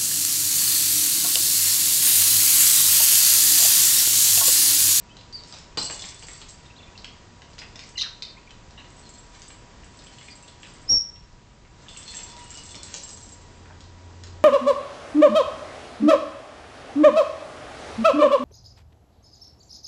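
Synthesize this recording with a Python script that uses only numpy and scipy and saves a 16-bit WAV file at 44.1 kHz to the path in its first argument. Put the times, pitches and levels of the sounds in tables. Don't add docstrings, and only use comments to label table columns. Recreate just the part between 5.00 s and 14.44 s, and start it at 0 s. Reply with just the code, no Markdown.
import sys
import numpy as np
from scipy import signal
from scipy.fft import rfft, irfft, next_fast_len
from scipy.io import wavfile
from scipy.ndimage import uniform_filter1d, minimum_filter1d, map_coordinates

SR = 44100
rng = np.random.default_rng(int(sys.argv[2]) if len(sys.argv) > 2 else 0)


def store_wav(level_fs):
    pcm = np.round(np.clip(np.atleast_2d(level_fs), -1, 1) * 32767)
    wavfile.write(sys.argv[1], SR, pcm.T.astype(np.int16))


def volts_from_decibels(level):
    exponent = np.asarray(level, float) / 20
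    return 10 ** exponent


N = 416304

# (frequency [Hz], level [dB])
MIC = [(100, 0), (7000, 0), (8000, -4), (8500, -12), (8900, -30), (9300, -60), (9500, -120)]
# (low bell modes against high [dB], scuffing against shaking [dB], shaking as [(time [s], level [dB]), ..])
SPELLS = [
    (12, -2, [(0.33, -59), (0.58, -49), (0.7, -71)]),
    (4.5, -4.5, [(0.78, -45), (0.97, -40), (1.11, -48), (1.41, -47.5), (1.7, -59.5)]),
    (2, -1.5, [(2.5, -55), (2.77, -71), (2.9, -45)]),
    (3, 0, [(3.88, -66), (4.15, -60), (4.43, -54), (4.7, -91)]),
    (0.5, -3, [(4.83, -76), (4.97, -56), (5.26, -52.5), (5.54, -62.5), (5.69, -53), (5.83, -55)]),
    (4, -2.5, [(6.78, -57), (7.07, -49.5), (7.21, -43.5), (7.36, -50), (7.5, -47), (7.79, -55.5), (7.93, -42.5)]),
    (-11, -20, [(7.93, -42), (8.07, -51), (8.22, -43.5), (8.36, -55.5), (8.65, -62)]),
]


def along(points, hz):
    f, v = np.transpose(points)
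    return np.interp(np.log(hz + 1), np.log(f + 1), v)


def unit(x):
    return x / np.sqrt(np.mean(x ** 2) + 1e-20)


def wobble(rate, size=N):
    knots = rng.standard_normal(int(size * rate / SR) + 4)
    return map_coordinates(knots, [np.arange(size) * rate / SR])


def filtered(x, response):
    m = next_fast_len(x.shape[-1] + SR)
    return irfft(rfft(x, m) * response(np.fft.rfftfreq(m, 1 / SR)), m)[..., :x.shape[-1]]


def laid(times, rows):
    at = np.round(np.asarray(times) * SR).astype(int)[:, None] + np.arange(rows.shape[1])
    return np.bincount(at.ravel(), rows.ravel(), N + SR)[:N]


def hiss():
    # (frequency [Hz], level [dB per Hz])
    spectrum = [(12, -29.5), (20, 7), (103, 1.5), (373, -9), (508, -11), (849, -12.5), (966, -16),
                (1040, -12), (1460, -16.5), (1880, -17), (2030, -18.5), (4990, -22), (7530, -23),
                (8560, -40), (9250, -74), (12000, -85.5), (20400, -120)]
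    noise = filtered(rng.standard_normal(N), lambda f: volts_from_decibels(along(spectrum, f) - along(MIC, f).clip(-40)))
    return volts_from_decibels(-48 + 0.5 * wobble(3)) * unit(noise)


def whine():
    # (frequency [Hz], level [dB])
    tones = [(963.8, -63), (1927.6, -74.5), (4819, -73.5), (7710.4, -76.5), (8290, -76)]
    t = np.arange(N) / SR
    return sum(volts_from_decibels(db + 3.5 + 1.1 * wobble(9.6)) * np.sin(2 * np.pi * hz * t + 0.12 * wobble(1.7))
               for hz, db in tones)


def engine():
    # (time [s], pitch [Hz], level [dB])
    drone = [
        (6.5, 85.0, -75),
        (6.89, 83.05, -66),
        (9.44, 88.7, -45),
    ]
    s, hz, db = np.transpose(drone)
    t = np.arange(N) / SR
    level_db = np.interp(t, s, db, left=-90)
    phase = 2 * np.pi * np.cumsum(np.interp(t, s, hz)) / SR
    hum = volts_from_decibels(level_db + 5.5 + 0.92 * wobble(7.9)) * np.sin(phase + 0.52 * wobble(1.7))
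    roar = unit(filtered(rng.standard_normal(N), lambda f: f / 200 / (1 + (f / 300) ** 3)))
    return hum + volts_from_decibels(level_db - 8) * roar


def room(x, wet_db, early_db):
    # (frequency [Hz], time [s])
    fading = [(200, 0.53), (1500, 0.4), (5000, 0.42), (9000, 0.23)]
    # (delay [s], level [dB])
    walls = [(.0065, -4), (0.011, -27.5), (0.033, -17)]
    near = x + sum(volts_from_decibels(db + early_db) * np.pad(x, (round(s * SR), 0))[:N] for s, db in walls)
    step = SR // 4
    blocks = np.pad(x, (0, -N % step)).reshape(-1, step)
    hz, t, z = signal.stft(rng.standard_normal((len(blocks), SR // 2)), SR, nperseg=256)
    decay = volts_from_decibels(-60 * t / along(fading, hz)[:, None])
    build_up = 1 - np.exp(-t / 0.0019)
    tails = signal.istft(z * decay * build_up, SR, nperseg=256)[1]
    tails = tails / np.linalg.norm(tails, axis=1, keepdims=True)
    starts = np.arange(len(blocks)) * step / SR
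    return near + volts_from_decibels(wet_db) * laid(starts, signal.fftconvolve(blocks, tails, axes=1))


def scuff():
    s, db = np.transpose([(at, level_db + scuff_db) for _, scuff_db, rows in SPELLS for at, level_db in rows])
    t = np.arange(N) / SR
    moving = sum((t > rows[0][0]) & (t < rows[-1][0]) for *_, rows in SPELLS)
    moving = uniform_filter1d(np.clip(moving, 0, 1.), 800)
    grains = rng.standard_normal(N) * (rng.random(N) < 0.03) * volts_from_decibels(3.5 * wobble(40))
    band = lambda f: f ** 2 / (f ** 2 + 1300 ** 2) / (1 + (f / 4500) ** 2)
    return volts_from_decibels(np.interp(t, s, db) - 6) * moving * unit(filtered(grains, band))


def contacts():
    # (time [s], peak level [dB], centre [Hz])
    steps = [(0.168, -35.5, 3740), (0.187, -50, 3790), (0.2106, -40, 3750), (1.488, -42, 5200),
             (2.419, -38, 2900), (2.5325, -44, 4950), (2.8396, -55, 2200), (3.5069, -39, 3000),
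             (3.7077, -40, 4400), (3.8443, -41, 2030), (4.054, -43, 4030), (4.1494, -48, 4650),
             (4.5039, -38.5, 2420), (4.8348, -43, 2280), (4.9903, -38.5, 4400), (5.0683, -38, 2930),
             (5.1844, -40, 2760), (5.212, -40, 2320), (5.31, -41, 4700), (5.021, -44, 3430),
             (5.2846, -38, 2420), (5.482, -39, 3440), (6.159, -43, 2900), (6.328, -45.5, 5150),
             (6.6502, -43.5, 2150), (8.657, -42, 1810), (8.8061, -39.5, 4400), (8.8398, -46, 4280),
             (9.27, -39, 4400)]
    # (time [s], peak level [dB], centre [Hz])
    knocks = [(0.4359, -37, 4860), (0.5244, -31.5, 4700), (0.539, -35, 4300), (1.0214, -29.5, 4150),
              (1.225, -31.5, 2920), (1.2847, -31, 2350), (1.04, -31.5, 2620), (1.4158, -33.5, 3500),
              (2.6184, -32.5, 2130), (2.838, -40, 4950), (7.139, -37.5, 1900), (7.19, -34, 2870),
              (7.9403, -30, 2560), (8.094, -35.5, 5080), (2.7574, -34, 4900), (2.756, -38.5, 2520),
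              (7.1385, -39, 3280), (7.366, -37, 4000), (7.573, -32.5, 5300), (7.7448, -35, 2900),
              (7.754, -31, 4870), (7.8316, -32.5, 5360), (8.034, -36, 5160), (8.1737, -35.5, 6200)]
    # (time [s], peak level
    # [dB], centre [Hz], bandwidth [octaves])
    pecks = [(0.326, -39.5, 4840, 0.72), (1.0886, -27, 5200, 0.88), (1.977, -34, 4400, 0.45),
             (2.0445, -27, 3030, 1), (2.589, -31, 4620, 1.1), (2.7922, -31.5, 2450, 0.66),
             (3.2221, -22, 4030, 0.25), (3.227, -32, 4150, 0.28), (3.2226, -32, 2420, 0.46),
             (4.4186, -33.5, 5450, 1.2), (5.6314, -34, 2790, 0.85), (6.884, -34, 3200, 0.27),
             (6.9648, -36.5, 2870, 0.27), (7.079, -34, 3960, 0.45), (7.941, -21, 6240, 0.88),
             (2.7923, -30, 5000, 1), (2.582, -34, 2570, 1.5), (7.962, -34, 5000, 1.2),
             (7.972, -31, 6600, 1.2), (7.983, -30, 6050, 1.1), (7.994, -35, 5500, 1.3),
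             (9.2364, -31.5, 4750, 3.4)]
    # (time [s], peak level [dB], centre [Hz], bandwidth [octaves], thud [dB])
    landings = [
        (0.7725, -23, 3200, 0.35, -5),
        (.774, -29.5, 1400, 1.4, -9.5),
        (0.899, -26.5, 2300, 1.9, -8),
        (0.854, -40, 710, 0.45, -16),
    ]
    rows = [(s, db, hz, -15.5, 0.69) for s, db, hz in steps]
    rows += [(s, db, hz, -13.5, 0.74) for s, db, hz in knocks]
    rows += [(s, db, hz, -30, octaves) for s, db, hz, octaves in pecks]
    rows += [(s, db, hz, thud_db, octaves) for s, db, hz, octaves, thud_db in landings]
    return rows


def clicks():
    # (frequency [Hz], width [Hz], level [dB])
    resonances = [(171, 42, -2.5), (413, 5.5, -5), (690, 62, -10.5), (950, 51, -2.5), (1180, 35, -4),
                  (1330, 21, -10)]
    s, db, hz, thud_db, octaves = np.transpose(contacts())[:, :, None]
    times = s[:, 0]
    t = np.arange(SR // 10) / SR
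    luck = rng.standard_normal((len(s), 2, len(t)))

    f = np.fft.rfftfreq(len(t), 1 / SR) + 1
    width = hz * np.clip(octaves, 0.05, 3) * 1.55
    band = (1j * f * width / (hz * hz - f * f + 1j * f * width)) ** 2
    snap = 4 * volts_from_decibels(-60 * t / 0.0018) * np.cos(2 * np.pi * hz * t)
    shape = volts_from_decibels(-60 * t / 0.012) * (1 - np.exp(-t / 0.00096))
    burst = irfft(rfft((luck[:, 0] + snap) * shape) * band, len(t))
    burst = burst / np.abs(burst).max(axis=1, keepdims=True)

    def boards(f):
        slope = (f / 200) / np.sqrt(1 + (f / 200) ** 2) / (1 + (f / 1100) ** 2)
        peaks = sum(volts_from_decibels(peak_db) / (1 + ((f - c) / (w + 20)) ** 2) for c, w, peak_db in resonances)
        return volts_from_decibels(12) * slope * (0.79 + peaks)

    thud = volts_from_decibels(db + thud_db - 60 * t / 0.09) * luck[:, 1]
    return laid(times, volts_from_decibels(db + 2.5) * burst) + filtered(laid(times, thud), boards)


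def rung(modes, times, blow_db, scatter_db, favoured_hz, hz_per_db=20, most_db=17):
    out, at = np.zeros(N), np.round(times * SR).astype(int)
    damping = volts_from_decibels(2.5 * wobble(70))
    sizes = rng.standard_normal((len(times), len(modes), 2))
    for k, (hz, db, t60) in enumerate(modes):
        miss_db = np.clip(np.abs(favoured_hz - hz) / hz_per_db, 0, most_db)
        size = volts_from_decibels(blow_db + db - miss_db + scatter_db * sizes[:, k, 0])
        blows = np.bincount(at, size * np.sign(sizes[:, k, 1]), N)[:N]
        r = volts_from_decibels(-60 / (t60 * SR))
        w = 2 * np.pi * hz / SR
        ringing = signal.lfilter([0, np.sin(w)], [1, -2 * r * np.cos(w), r * r], blows)
        out += np.roll(damping, k * SR // 3) * ringing
    return out


def patter_blows():
    times, high, low = [], [], []
    for low_db, _, rows in SPELLS:
        at, level_db = np.transpose(rows)
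        life = at[-1] - at[0]
        luck = rng.random((int(life * 110), 2))
        when = at[0] + luck[:, 0] * life
        size_db = np.interp(when, at, level_db) - 3 * np.log(luck[:, 1] + 0.01)
        times.append(when)
        high.append(size_db)
        low.append(size_db + low_db)
    return np.concatenate(times), np.concatenate(high), np.concatenate(low)


def bell():
    # (frequency [Hz], level [dB], time to fade 60 dB [s])
    high_modes = [(7360, -9.5, 0.064), (7550, -1, 0.079), (7620, -5.5, 0.092), (7920, 4.5, 0.027),
                  (8060, 1, 0.052), (8460, -0.5, 0.077), (6200, -28, 0.081)]
    low_modes = [(2908, -3.5, 0.04), (3470, -12.5, 0.14), (4150, -5, 0.054), (4300, -6, 0.1),
                 (4760, -11.5, 0.12), (4660, -6.5, 0.059), (5200, -6, 0.093), (5290, -11, 0.054)]
    # (time [s], peak level [dB],
    # favoured mode [Hz])
    lip_strikes = [(0.7963, -26, 7550), (0.8281, -23.5, 5200), (0.8321, -27, 8100), (.851, -22, 7900),
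                   (0.909, -24, 7550), (0.925, -27, 4300), (1.012, -40, 7950), (1.056, -28, 7550),
                   (1.094, -34, 8100), (1.1943, -36, 7800), (1.229, -36, 4600), (1.27, -40, 4660),
                   (1.2845, -31, 7550), (1.315, -35, 7550), (1.332, -29.5, 7780), (1.49, -30, 7550),
                   (1.4969, -38, 7550), (6.8913, -50, 7550), (6.9337, -40, 7900), (6.972, -27, 8070),
                   (7.033, -47.5, 4760), (7.1, -33, 8070), (7.112, -32.5, 7950), (7.3, -37, 8070),
                   (7.1457, -29, 7550), (7.1685, -22.5, 7550), (7.232, -29, 7550), (7.3803, -47, 7550),
                   (7.3906, -41, 5200), (7.441, -41.5, 8000), (7.4767, -42, 7550), (7.505, -33, 7550),
                   (7.544, -38.5, 2908), (7.5724, -30.5, 8040), (7.636, -37, 5200), (7.656, -36, 8200),
                   (7.7088, -31, 8100), (7.8324, -29.5, 7990), (7.8625, -38, 7550), (7.9208, -40, 4760),
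                   (8.0348, -31, 7550), (8.105, -33, 7900), (8.131, -33, 7550), (8.1713, -42, 8030),
                   (8.228, -36, 7550), (8.2916, -39, 7900), (8.321, -36.5, 7550),
                   (3.9045, -45, 7900), (3.9666, -43.5, 7950), (3.995, -38, 8100), (4.092, -36, 7550),
               (4.139, -41.5, 7550), (4.1813, -38.5, 7550), (4.242, -47, 7550), (4.3622, -48, 7550),
               (4.396, -45, 4300), (4.4813, -36.5, 7860), (4.5097, -40.5, 7950), (4.5457, -47, 7950),
               (4.585, -50, 7950), (4.8445, -43, 7950), (4.9079, -58, 4300), (4.972, -42, 7900),
               (5.04, -42, 7550), (5.0618, -40.5, 8060), (5.13, -45, 7550), (5.187, -45, 7550),
               (5.229, -41.5, 7550), (5.262, -41.5, 7860), (5.31, -44, 8100), (5.3544, -39, 7550),
               (5.426, -37, 7550), (5.479, -41, 7950), (5.601, -51, 4760), (5.622, -39, 7550),
               (5.668, -49, 7950), (5.737, -44.5, 8230), (5.842, -54.5, 4300)]
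    # (time [s], peak level [dB], favoured low mode [Hz])
    body_strikes = [(0.5016, -42, 5290), (0.7745, -16.5, 4660), (0.781, -20.5, 4150), (0.777, -26, 2908),
                    (.787, -25, 5200), (.815, -23.5, 4150), (0.8328, -27, 4660), (.86, -22, 4660),
                    (.91, -32.5, 2908), (.94, -29, 3470), (0.994, -23.5, 3470), (1.022, -32, 4300),
                    (1.02, -24, 3470), (1.05, -30, 3470), (1.155, -37, 3470), (1.235, -31.5, 4660),
                    (4.0293, -49, 4300), (4.0642, -42, 4150), (4.148, -46, 4300), (4.175, -45, 3470),
                    (4.4249, -43, 4760), (6.89, -31, 3470), (6.892, -48, 4300), (6.975, -39, 3470),
                    (7.02, -40, 3470), (7.055, -40, 4300), (7.0825, -36, 4300), (7.096, -39, 4150),
                    (7.078, -32, 3470), (7.0998, -35, 3470), (7.15, -40, 3470), (7.164, -31.5, 3470),
                    (7.2, -37, 3470), (7.27, -49, 4300), (7.2999, -33, 3470), (7.41, -40, 2908),
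                    (7.44, -48, 2908), (7.553, -39, 2908), (7.58, -34.5, 2908), (7.603, -36.5, 2908),
                    (7.62, -41, 3470), (7.69, -33, 3470), (7.715, -33, 3470), (7.7533, -34, 3470),
                    (7.78, -48, 4300), (7.835, -51, 2908), (7.91, -49, 2908), (8.06, -47, 2908)]
    # (time [s], peak level [dB])
    shell_ticks = [(0.7734, -19), (0.8264, -24), (0.8312, -26), (0.9085, -24), (0.946, -27), (0.9939, -27),
                   (1.0113, -31), (1.02, -32), (1.0921, -39), (1.1939, -44), (1.2264, -36), (1.2483, -44),
                   (1.2692, -33), (1.2855, -35), (1.308, -33), (1.3301, -36), (1.455, -49), (1.4892, -40),
                   (1.4977, -38),
                   (6.8853, -44), (6.9337, -47), (6.9711, -35), (7.0305, -34), (7.0559, -44), (7.0804, -40),
                  (7.1078, -31), (7.1517, -36), (7.1692, -35), (7.26, -43), (7.2994, -40), (7.3642, -48),
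                  (7.3917, -37), (7.4411, -38), (7.4765, -45), (7.4959, -39), (7.5054, -38), (7.5718, -39),
                  (7.5947, -41), (7.6361, -39), (7.6556, -31), (7.6925, -34), (7.7089, -37), (7.7538, -31),
                  (7.8317, -38), (7.921, -39), (7.9407, -22), (7.971, -35), (8.0337, -34), (8.0784, -32),
                  (8.0911, -31), (8.1734, -41), (8.2911, -38)]

    def lips(at, db, hz, scatter_db):
        return rung(high_modes, at, db + 7 * (hz < 7000), scatter_db, hz, hz_per_db=30, most_db=9)

    # low modes against high ones, dB
    strikes = [(s, db, -5.5, hz) for s, db, hz in lip_strikes]
    strikes += [(s, db, 14, hz) for s, db, hz in body_strikes]
    s, db, low_db, hz = np.transpose(sorted(strikes))
    all_hz = np.array([*low_modes, *high_modes])[:, 0]
    hz = all_hz[np.abs(hz[:, None] - all_hz).argmin(axis=1)]
    clear = lips(s, db - 10 - 0.7 * low_db, hz, scatter_db=1.6)
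    clear += rung(low_modes, s, db + low_db - 15, scatter_db=1.5, favoured_hz=hz)

    times, high, low = patter_blows()
    body = hz < 7000
    last = np.clip(np.searchsorted(s[body], times) - 1, 0, None)
    spot_hz = hz[body][last]
    patter = lips(times, high - 20, spot_hz, scatter_db=8)
    patter += rung(low_modes, times, low - 15, scatter_db=3.5, favoured_hz=spot_hz)

    t = np.arange(SR // 200) / SR

    def tick(at, db):
        return laid(at, volts_from_decibels(db[:, None] - 60 * t / 0.0071) * rng.standard_normal((len(at), len(t))))

    tick_s, tick_db = np.transpose(shell_ticks)
    ticks = tick(s, db + 1 - 0.17 * low_db) + tick(times, high + 6) + tick(tick_s, tick_db + 5.5)
    return clear + patter + filtered(ticks, lambda f: f ** 4 / (f ** 4 + 4200 ** 4))


def notes():
    # (time [s], first pitch [Hz], last pitch [Hz], length [s], level [dB])
    pips = [(1.66, 3620, 3560, 0.01, -50.5), (1.7, 2700, 2680, 0.019, -52),
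            (1.759, 3530, 4300, 0.027, -53.5), (1.784, 3570, 3280, 0.018, -50.5),
            (1.8, 2670, 2650, 0.017, -51), (1.827, 3550, 3420, 0.021, -55), (1.866, 2430, 2490, .03, -57.5),
            (3.365, 1970, 2760, 0.024, -52), (3.374, 940, 1060, 0.011, -49.5),
            (3.469, 2300, 2350, 0.014, -51.5), (3.491, 3350, 2940, 0.028, -56),
            (3.775, 2800, 2850, 0.04, -47), (3.776, 3830, 3770, 0.033, -52), (5.218, 2200, 2200, .015, -56),
            (5.3, 4800, 4700, 0.034, -50), (5.43, 2740, 2780, 0.026, -57.5),
            (5.478, 3550, 3470, 0.011, -49.5), (5.65, 2560, 2490, 0.011, -48),
            (7.44, 1930, 1950, 0.024, -55), (7.23, 955, 950, 0.16, -56), (7.375, 977, 963, 0.064, -52),
            (7.38, 1960, 1960, 0.022, -53.5)]
    cheeps = [
        (.09, 2610, 2550, 0.045, -56),
        (.102, 2990, 3220, .034, -53),
        (1.952, 2730, 2650, 0.021, -51),
        (2.585, 5000, 4910, 0.037, -42),
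        (2.955, 2860, 2780, 0.037, -40),
        (6.862, 1730, 1720, 0.014, -50.5),
        (5.281, 2440, 2400, 0.018, -44),
    ]
    croaks = [
        (2.8, 2395, 2190, 0.057, -51),
        (3.015, 1304, 1040, 0.026, -46),
        (3.775, 965, 920, 0.05, -53.5),
        (5.645, 2010, 1300, 0.042, -55),
        (8.7, 820, 793, 0.032, -53),
        (3.03, 1904, 1254, 0.051, -45),
    ]
    # (overtones [dB], roughness [0-2], [(time [s], pitch [Hz], level [dB]), ..])
    chirp = (-45, 0.045, [(.325, 4420, -50), (.333, 4610, -41), (.343, 4850, -37), (.355, 4590, -34),
             (.372, 4620, -45), (.41, 3530, -58)])
    squawk_upper = (-3, 0.38, [(2.983, 3040, -42), (2.989, 3075, -33), (2.995, 3150, -34),
                    (3.004, 3144, -43), (3.011, 2960, -33), (3.02, 2860, -36), (3.034, 2610, -45)])
    squawk_lower = (10.7, 0.25, [(2.97, 2640, -55), (2.974, 2380, -50), (2.98, 1970, -39),
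                    (2.986, 2040, -45), (2.993, 2030, -53)])
    squawk_main = (-26, 0.28, [(2.992, 3465, -34), (2.999, 3927, -25), (3.006, 4150, -31),
                   (3.011, 4156, -31), (3.018, 4000, -24), (3.024, 4180, -27), (3.03, 4030, -40)])
    squawk_rasp = (-16, 1.1, [(2.98, 5000, -46), (3.006, 4980, -40.5), (3.016, 4800, -29),
                   (3.024, 4520, -32), (3.033, 3590, -43), (3.05, 1990, -47)])
    whistle = (-60, .05, [(5.876, 5050, -52), (5.888, 5150, -36), (5.894, 5480, -23), (5.902, 5575, -15),
               (5.918, 5610, -11), (5.936, 5590, -11), (5.948, 5490, -15), (5.965, 5475, -16),
               (5.984, 5480, -19)])
    # (rows, overtones dB, roughness, fading over the note dB)
    kinds = [(pips, -20, 0.26, 1.9), (cheeps, -29, 0.084, 8.7), (croaks, -1.3, 0.52, 8.4)]
    short = [(over_db, rough, [(s, hz, db), (s + life, last_hz, db - fade_db)])
             for rows, over_db, rough, fade_db in kinds for s, hz, last_hz, life, db in rows]
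    return [chirp, squawk_upper, squawk_lower, squawk_main, squawk_rasp, whistle] + short


def bird():
    out = np.zeros(N)
    for over_db, rough, rows in notes():
        s, hz, db = np.transpose(rows)
        t = np.arange(s[0], s[-1], 1 / SR)
        rough = np.clip(rough, 0, 2)
        shake = rough * wobble(699, size=len(t))
        flutter = rough * wobble(527, size=len(t))
        phase = 2 * np.pi * np.cumsum(np.interp(t, s, hz) * (1 + 0.15 * shake)) / SR
        overtones = np.sin(2 * phase) + 0.22 * np.sin(3 * phase) + 0.059 * np.sin(4 * phase)
        tone = np.sin(phase) + volts_from_decibels(over_db) * overtones
        edges = np.clip(np.minimum(t - s[0], s[-1] - t) / 0.0025, 0, 1)
        strength = volts_from_decibels(np.interp(t, s, db) + 3) * edges * (1 + 1.5 * flutter)
        out[round(s[0] * SR):][:len(t)] += strength * tone
    return out


def scene():
    background = hiss() + whine() + engine()
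    floor = room(scuff() + clicks() + bell(), wet_db=-0.16, early_db=-3)
    voice = room(bird(), wet_db=-6.5, early_db=-8)
    return (background + floor + voice)[None]


def band_limit(x):
    return signal.sosfilt(signal.butter(12, 9400, fs=SR, output="sos"), x)


def record(dry):
    top = np.where(dry > 0, 0.215, 0.175)
    x = dry / (1 + np.abs(dry / top) ** 10) ** (1 / 10)

    overload = np.tanh(uniform_filter1d(np.abs(dry - x), 250) / 0.028)
    sputter = 0.041 * overload * rng.standard_normal(N)

    def sputter_colour(f):
        deep = volts_from_decibels(20) / (1 + (f / 30) ** 2) + volts_from_decibels(10) / (1 + (f / 330) ** 2)
        return deep + volts_from_decibels(-24) + volts_from_decibels(2) / (1 + ((f - 5300) / 1000) ** 2) ** 2

    x = x + filtered(sputter, sputter_colour)

    power = np.abs(uniform_filter1d(x[0] ** 2, SR // 12)) + 1e-12
    over_db = 0.35 * np.clip(10 * np.log10(power) + 29, 0, None)
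    hold = round(0.64 * SR)
    held_db = -minimum_filter1d(np.pad(-over_db, (hold, 0)), hold)[hold // 2:][:N]
    duck = volts_from_decibels(-uniform_filter1d(np.pad(held_db, (SR // 8, 0))[:N], SR // 10))
    rumble = filtered(x, lambda f: 1 / (1 + (f / 160) ** 4))
    x = filtered(rumble + duck * (x - rumble), lambda f: volts_from_decibels(along(MIC, f)) * f / (f + 9))
    return band_limit(x)


dry = scene()
out = record(dry)
store_wav(out)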